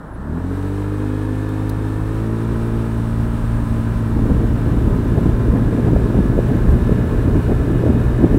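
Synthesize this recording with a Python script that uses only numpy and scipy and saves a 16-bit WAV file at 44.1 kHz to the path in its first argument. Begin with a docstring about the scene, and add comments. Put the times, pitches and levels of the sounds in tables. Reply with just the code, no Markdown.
"""A single-cylinder scooter pulls away at full throttle, heard from behind its windscreen.
The revs climb until the variable belt drive holds them. Periodic gas pulses make the exhaust boom
and the intake honk; impacts and meshing teeth drive the casing's resonances into clatter and whine.
The indicator switch clicks in and out. With road speed the tyres roar, and turbulent wind buffets
and slaps the microphone more and more."""
import sys
import numpy as np
from scipy import signal
from scipy.fft import rfft, irfft, next_fast_len
from scipy.io import wavfile
from scipy.ndimage import uniform_filter1d

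SR = 44100
rng = np.random.default_rng(int(sys.argv[2]) if len(sys.argv) > 2 else 0)


def int16_out(signal):
    """Quantize to a 16-bit WAV file."""
    q = np.round(np.clip(np.atleast_2d(signal).T, -1, 1) * 32767)
    wavfile.write(sys.argv[1], SR, q.astype(np.int16))


N = 369558
TIME = np.arange(N) / SR


def undb(db):
    """Amplitude ratio of a level in decibels."""
    return 10 ** (np.asarray(db) / 20)


def curves(rows):
    """Linear interpolation of each column after the first (time) to a value per sample."""
    times, *columns = np.transpose(rows)
    return [np.interp(TIME, times, column) for column in columns]


def unit(x):
    """Normalisation to rms 1."""
    return x / np.sqrt(np.mean(x ** 2))


def colour(x, points):
    """Spectral shaping by (Hz, dB) points joined on a logarithmic frequency axis."""
    hz, db = np.transpose(points)
    size = 2 * next_fast_len(len(x) // 2 + 1)
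    bins_hz = np.fft.rfftfreq(size, 1 / SR)
    gain = undb(np.interp(np.log(bins_hz + 1), np.log(hz), db, left=-70, right=-70))
    return irfft(rfft(x, size) * gain)[:len(x)]


def noise(points):
    """Spectrally shaped Gaussian noise of rms 1."""
    return unit(colour(rng.standard_normal(N), points))


def walk(rate):
    """Random modulation: values held 1 / rate seconds and smoothed twice; spread near 1."""
    hold = max(int(SR / rate), 2)
    held = np.repeat(rng.standard_normal(N // hold + 1), hold)
    return 1.3 * uniform_filter1d(uniform_filter1d(held, hold), hold)[:N]


def ring(x, hz, width):
    """A second-order resonator with gain 1 at its centre and a bandwidth in Hz."""
    return signal.lfilter(*signal.iirpeak(hz, hz / width, SR), x)


def step(at_s, rise_s):
    """A logistic rise from 0 to 1, halfway at at_s."""
    return (1 + np.tanh((TIME - at_s) / (2 * rise_s))) / 2


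def with_revs(hz, held_db, doubling_db, held_hz=57):
    """A power law: the level in dB grows evenly per doubling of the firing rate."""
    return held_db + doubling_db * np.log2(hz / held_hz)


def per_firing(cycle):
    """Cycle-to-cycle variation: one random value per firing, linearly joined."""
    return np.interp(cycle, np.arange(1024), rng.standard_normal(1024))


def gas_pulses(cycle, harmonics, rough):
    """Fourier series of a push then a suck; each burn differs in strength and timing."""
    jittered = cycle + 0.039 * rough * per_firing(cycle)
    wave = sum(-undb(db) * np.sin(2 * np.pi * order * jittered) for order, db in harmonics)
    return np.sqrt(2) * wave * (1 + rough * per_firing(cycle))


def throttle(shut_db=-11.5):
    """Gas flow sets amplitude: the gain of exhaust and intake rises to 1 as the plate opens."""
    shut = undb(shut_db)
    return shut + (1 - shut) * step(at_s=0.16, rise_s=0.06)


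def stumble(hz, smooth_hz=49):
    """Uneven combustion adds roughness at low revs."""
    return 0.52 * np.clip((smooth_hz - hz) / 10, 0, 1)


# Exhaust boom and pipe drone. Each row: multiple of the firing rate, relative level in dB.
BOOM_HARMONICS = [(1, -4), (2, 1.5), (3, -8.5)]
DRONE_HARMONICS = [(4, 1), (7, -17), (11, -17.5)]
# Pipe resonances. Each row: frequency of the drone's lowest harmonic in Hz, gain of the drone in dB.
PIPE_RESPONSE = [(140, -35.5), (190, -32.5), (203, -36), (207, -62), (211, -53), (221, -27.5), (226, -27.5),
                 (240, -35.5)]


def exhaust(cycle, hz, lag_cycles=.17):
    """Forced vibration: gas pulses boom, and the pipe drones as the revs sweep its resonances."""
    uneven = stumble(hz)
    boom_db = with_revs(hz, held_db=-23.5, doubling_db=7)
    drone_db = np.interp(DRONE_HARMONICS[0][0] * hz, *np.transpose(PIPE_RESPONSE))
    boom = gas_pulses(cycle, BOOM_HARMONICS, rough=0.015 + uneven / 2)
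    drone = gas_pulses(cycle - lag_cycles, DRONE_HARMONICS, rough=0.18 + uneven)
    return undb(boom_db) * boom + undb(drone_db) * drone


# Airbox hum and intake honk. Each row: multiple of the firing rate, relative level in dB.
HUM_HARMONICS = [(5, -1.5), (10, -14.5)]
HONK_HARMONICS = [(6, 3), (7, -7), (8, -10), (9, -11.5), (10, -14.5)]
# Airbox resonances. Each row: frequency of the hum's lowest harmonic in Hz, gain of the hum in dB.
AIRBOX_RESPONSE = [(130, -42), (232, -35.5), (249, -53), (254, -25.5), (260, -25.5), (265, -31.5),
                   (285, -32.5), (300, -64)]
# The honk fades for a while as the revs level off. Each row: time in seconds, gain in dB.
HONK_ENVELOPE = [(0, -35.5), (1.05, -29.5), (1.3, -33), (2.8, -33.5), (3.25, -45.5), (4.1, -44),
                 (4.95, -34.5), (7.2, -32), (8.38, -34.5)]
# The intake tract filters the honk. Each row: frequency in Hz, gain in dB.
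INTAKE_TRACT = [(120, -5), (260, 2), (340, -1), (368, -8), (393, 5.5), (450, 6), (520, -4.5), (700, -16)]


def intake(cycle, hz, hum_lag_cycles=.14, honk_lag_cycles=.27, gasp_db=-13):
    """Cavity resonance: pulsed suction makes the airbox hum and the intake tract honk."""
    uneven = stumble(hz)
    hum_gain = undb(np.interp(HUM_HARMONICS[0][0] * hz, *np.transpose(AIRBOX_RESPONSE)))
    honk_gain = undb(curves(HONK_ENVELOPE)[0])
    hum = gas_pulses(cycle - hum_lag_cycles, HUM_HARMONICS, rough=0.17 + uneven)
    honk = gas_pulses(cycle - honk_lag_cycles, HONK_HARMONICS, rough=0.15 + uneven)
    # each gulp of air also rings the airbox with noise
    gulps = (1 + 0.75 * np.cos(2 * np.pi * (cycle - .325))) * rng.standard_normal(N)
    gasp = unit(ring(ring(gulps, hz=290, width=104), hz=235, width=220))
    gasp_gain = undb(gasp_db) * (honk_gain + hum_gain / 2) * (1 + 5 * uneven)
    return hum_gain * hum + honk_gain * colour(honk, INTAKE_TRACT) + gasp_gain * gasp


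def knocks(cycle, count, scatter):
    """Periodic impacts: valves, piston and chain strike at fixed crank angles with varying force."""
    hits = np.zeros(N)
    firings = np.arange(int(cycle[-1]))
    for angle in (np.arange(count) + rng.random(count)) / count:
        at = np.searchsorted(cycle, firings + angle)
        hits[at] += rng.choice([-1, 1]) * (1 + scatter * rng.standard_normal(len(at)))
    return hits


def throb(cycle, depth=0.082):
    """Amplitude modulation at the firing rate."""
    return 1 + depth * np.cos(2 * np.pi * cycle)


# Panels that the engine shakes. Each row: resonance in Hz, bandwidth in Hz, gain in dB.
PANEL_MODES = [(606, 121, 12), (937, 150, 1.5), (1268, 200, 2), (1527, 123, -4.5), (1713, 120, 1)]
# Casing noise. Each row: frequency in Hz, relative spectral density in dB.
CASING_SPECTRUM = [(150, 14), (280, -7.5), (420, 4), (560, -2.5), (740, -2.5), (920, 2.5), (1150, -0.5),
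                   (1500, -3.5), (1750, -5.5), (1900, -14.5), (2300, -32), (4000, -60)]


def casing_clatter(cycle, knock_db=-5):
    """Impact excitation: knocks ring the panel modes over throbbing casing noise."""
    blows = knocks(cycle, count=16, scatter=0.2)
    panels = sum(undb(db) * ring(ring(blows, hz, width), hz, 2 * width) for hz, width, db in PANEL_MODES)
    return throb(cycle) * noise(CASING_SPECTRUM) + undb(knock_db) * unit(panels)


# Gear and cam chain tones. Each row: multiple of the firing rate, casing resonance in Hz,
# its bandwidth in Hz, relative level at resonance in dB.
MESH_TONES = [(15, 850, 30, -17), (18, 1030, 100, -9), (22, 1246, 40, -17), (27, 1530, 30, -17),
              (29, 1738, 50, -11), (30, 1700, 40, -16), (33, 1730, 70, -11.5), (34, 1700, 160, -13),
              (42, 2510, 30, -22), (48, 2505, 50, -25), (49, 2490, 30, -22), (48, 2869, 50, -23),
              (53, 3005, 60, -31), (65, 3310, 40, -24), (69, 3595, 50, -23)]


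def gear_whine(cycle, hz, flutter_db=2.5):
    """Resonance swells each meshing tone as the revs carry it past; backlash makes it flutter."""
    whine = np.zeros(N)
    for order, centre, width, db in MESH_TONES:
        detuning = 2 * (order * hz - centre) / width
        flutter = undb(flutter_db * walk(10)) * (1 + .3 * per_firing(cycle))
        tone = np.sin(2 * np.pi * order * cycle + .3 * walk(14))
        whine += undb(db) * flutter / np.hypot(1, detuning) * tone
    return whine


# Chain rasp and air hiss. Each row: frequency in Hz, relative spectral density in dB.
RASP_SPECTRUM = [(1500, -31), (2100, 1), (2550, 0), (3150, -2), (3370, -4.5), (3650, -1), (4150, -4.5),
                 (4600, -9), (5200, -9), (5900, -10), (6500, -14.5), (8000, -33)]
HISS_SPECTRUM = [(4500, -25), (6800, -3.5), (7700, 0.5), (8500, 0), (10000, -1.5), (12000, -4.5),
                 (15800, -8)]


def rasp_and_hiss(cycle, hz, chain_db=-4, noise_db=-3.5, clutch_db=4.5, sway_db=.5):
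    """Broadband noise from dense chain impacts and airflow; both rise as the clutch starts the belt."""
    chain = unit(colour(knocks(cycle, count=70, scatter=0.74), RASP_SPECTRUM))
    rasp = undb(chain_db) * chain + undb(noise_db) * noise(RASP_SPECTRUM)
    rasp *= undb(with_revs(hz, held_db=-49.5, doubling_db=6.5))
    hiss = throb(cycle) * noise(HISS_SPECTRUM)
    hiss *= undb(with_revs(hz, held_db=-55, doubling_db=6.5))
    belt_db = clutch_db * (step(at_s=0.45, rise_s=.06) - 1)
    # moving air between engine and microphone makes the treble sway
    return undb(belt_db + sway_db * walk(20)) * (rasp + hiss)


# Air whistling past the throttle plate. Each row: time in seconds, pitch in Hz, level in dB.
WHISTLE_GLIDE = [(0, 9200, -87), (.125, 10900, -66), (.15, 10200, -61), (.18, 8300, -72), (.8, 8360, -62),
                 (1.3, 8450, -66), (3.7, 8630, -59), (4.4, 8370, -73), (8.38, 8050, -78)]


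def throttle_whistle(width_hz=1400):
    """An edge tone: a narrow band of noise that slides as the plate opens."""
    hz, db = curves(WHISTLE_GLIDE)
    phase = 2 * np.pi * np.cumsum(hz) / SR
    return undb(db) * (walk(width_hz) * np.cos(phase) + walk(width_hz) * np.sin(phase))


# Tyre and slipstream roar. Each row: frequency in Hz, relative spectral density in dB.
ROAD_SPECTRUM = [(200, -21), (500, 0), (700, 1.5), (1000, -16), (1600, 1), (2100, -11.5), (4000, -26)]


def tyres(start_db=-62, top_db=-39, rise_s=3.5):
    """Rolling and flow noise grow with road speed, which nears its limit exponentially."""
    speed = 1 - np.exp(-TIME / rise_s)
    return undb(start_db + (top_db - start_db) * speed + walk(7.3)) * noise(ROAD_SPECTRUM)


# Gusts. Each row: centre in seconds, length in seconds, change of rumble in dB, swell of eddies in dB.
GUSTS = [(3.22, 0.069, 7, 5), (3.7, 0.27, 4.5, 0.5), (4.277, 0.14, 4.5, 5), (4.45, 0.12, 5, 3),
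         (4.887, 0.25, 4.5, 4.5), (5.2, 0.11, 2, 7), (5.537, 0.41, 1.5, 5.5), (5.8, 0.088, -7, 2),
         (5.926, .12, 1.5, 8), (6.12, .1, 0, 2.5), (6.337, 0.31, 2.5, 4.5), (6.56, 0.083, 2.5, 4.5),
         (6.71, 0.073, 8, 4.5), (6.906, 0.082, 1.5, 6), (7.32, 0.1, 2.5, 6), (7.512, 0.046, 2, 8),
         (7.71, 0.091, -1, 5.5), (7.9, 0.1, -4.5, 7), (8.241, 0.069, -9, 12), (8.38, 0.09, 6, 11.5)]


def wind_levels(start_s=1.11, pull_s=3.9, breeze=0.033, spill_db=6):
    """Flow noise follows a power law of air speed: rumble and eddy gains in dB, varied by gusts."""
    road_speed = 1 - np.exp(-np.maximum(TIME - start_s, 0) / pull_s)  # share of top speed
    doublings = np.log2(breeze + road_speed)
    rumble_db = -18.5 + 6.5 * doublings
    eddy_db = -27.5 + 3.5 * doublings
    eddy_db += spill_db * step(at_s=3.98, rise_s=.06)  # the airstream spills over the windscreen
    for centre, length, low_db, swirl_db in GUSTS:
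        swell = np.exp(-2 * ((TIME - centre) / length) ** 2)
        rumble_db += low_db * swell
        eddy_db += swirl_db * swell
    return rumble_db, eddy_db


# Wind rumble and buffeting. Each row: frequency in Hz, relative spectral density in dB.
RUMBLE_SPECTRUM = [(10, -28), (22, -24), (35, -3.5), (65, -10), (100, -14), (140, -15), (250, -65)]
BUFFET_SPECTRUM = [(60, 6), (120, -1), (180, 0), (280, 1), (360, -6.5), (460, -9.5), (600, -24.5),
                   (900, -34), (2000, -78)]


def wind(buffet_db=1.5, flutter_db=5, tear_db=-21):
    """Turbulence at the microphone: slow pressure swings and fast eddies; the strongest tear brightly."""
    rumble_db, eddy_db = wind_levels()
    eddy = unit(undb(flutter_db * np.tanh(walk(120))))
    tear = unit(eddy ** 2) * noise([(250, -35), (450, 2.0), (680, 4), (1000, -5.5), (2500, -23)])
    buffeting = undb(buffet_db) * eddy * noise(BUFFET_SPECTRUM) + undb(tear_db) * tear
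    return undb(rumble_db) * noise(RUMBLE_SPECTRUM) + undb(eddy_db) * buffeting


# Snaps of the switch. Each row: start in seconds, level in dB.
SWITCH_SNAPS = [(1.491, -42), (1.694, -34), (1.698, -38)]
# Timbre of the plastic. Each row: frequency in Hz, relative spectral density in dB.
SNAP_SPECTRUM = [(2500, -25), (4100, 6), (5500, -6), (7500, -3), (9200, 1), (12500, 0), (16000, -4)]


def indicator_switch(decay_s=.003):
    """Damped transients: plastic snaps as the thumb pushes the switch and lets it spring back."""
    envelope = np.zeros(N)
    for start, db in SWITCH_SNAPS:
        envelope += undb(db) * (TIME >= start) * np.exp(-np.abs(TIME - start) / decay_s)
    return envelope * noise(SNAP_SPECTRUM)


# Hard slaps of wind. Each row: time in seconds, relative peak level in dB, centre frequency in Hz.
WIND_SLAPS = [(4.191, -17, 500), (4.41, -15, 375), (4.881, -12, 372), (5.582, -24, 444), (5.788, -12, 400),
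              (5.932, -10, 382), (5.962, -6, 447), (5.999, -15, 441), (6.144, -11.5, 503),
              (6.236, -16, 400), (6.308, -30, 377), (6.378, -10, 410), (6.389, -3.5, 440), (6.893, -9, 382),
              (7.509, -14, 450), (7.792, -15, 376), (7.837, -6, 380), (7.863, -9, 443), (7.9, -13, 380),
              (8.245, -14, 398), (8.343, -6, 388)]


def wind_slaps(width_cycles=0.43, gain_db=0.5):
    """A vortex crossing the microphone port makes a wave packet of one or two pressure swings."""
    pressure = np.zeros(N)
    for (at_s, db, hz), phase in zip(WIND_SLAPS, rng.random(len(WIND_SLAPS))):
        near = slice(int((at_s - .02) * SR), int((at_s + .02) * SR))
        cycles = (TIME[near] - at_s - .002) * hz
        envelope = undb(db + gain_db) * np.exp(-(cycles / width_cycles) ** 2 / 2)
        pressure[near] += envelope * np.cos(2 * np.pi * (cycles + phase))
    return pressure


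# Engine speed, at two crank turns per firing. Each row: time in seconds, firing rate in Hz.
FIRING_RATE = [(0, 25.5), (.13, 26.3), (.28, 38), (.4, 43.3), (.53, 46.8), (.75, 49.4), (1, 50.8),
               (1.4, 52.1), (2, 52.7), (2.25, 55.2), (2.5, 56.6), (3.5, 56.6), (4.2, 56.3), (4.75, 56.9),
               (6.25, 58.4), (6.8, 59.3), (7.3, 59.4), (8.38, 60.2)]


def scene():
    """Superposition at one microphone; pipes and machinery share the phase of the firing cycle."""
    hz, = curves(FIRING_RATE)
    cycle = np.cumsum(hz * (1 + .0008 * walk(20))) / SR
    pipes = throttle() * (exhaust(cycle, hz) + intake(cycle, hz))
    casing_db = with_revs(hz, held_db=-35.5, doubling_db=3)
    casing = undb(casing_db) * (casing_clatter(cycle) + gear_whine(cycle, hz))
    engine = pipes + casing + rasp_and_hiss(cycle, hz) + throttle_whistle()
    return (engine + tyres() + wind() + wind_slaps() + indicator_switch())[None]


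def record(dry, top_hz=15850):
    """Soft saturation rounds the highest peaks, and a steep low-pass filter cuts the top."""
    rounded = dry / (1 + dry ** 6) ** (1 / 6)
    return signal.sosfilt(signal.ellip(10, .1, 80, top_hz, fs=SR, output="sos"), rounded)


dry = scene()
out = record(dry)
int16_out(out)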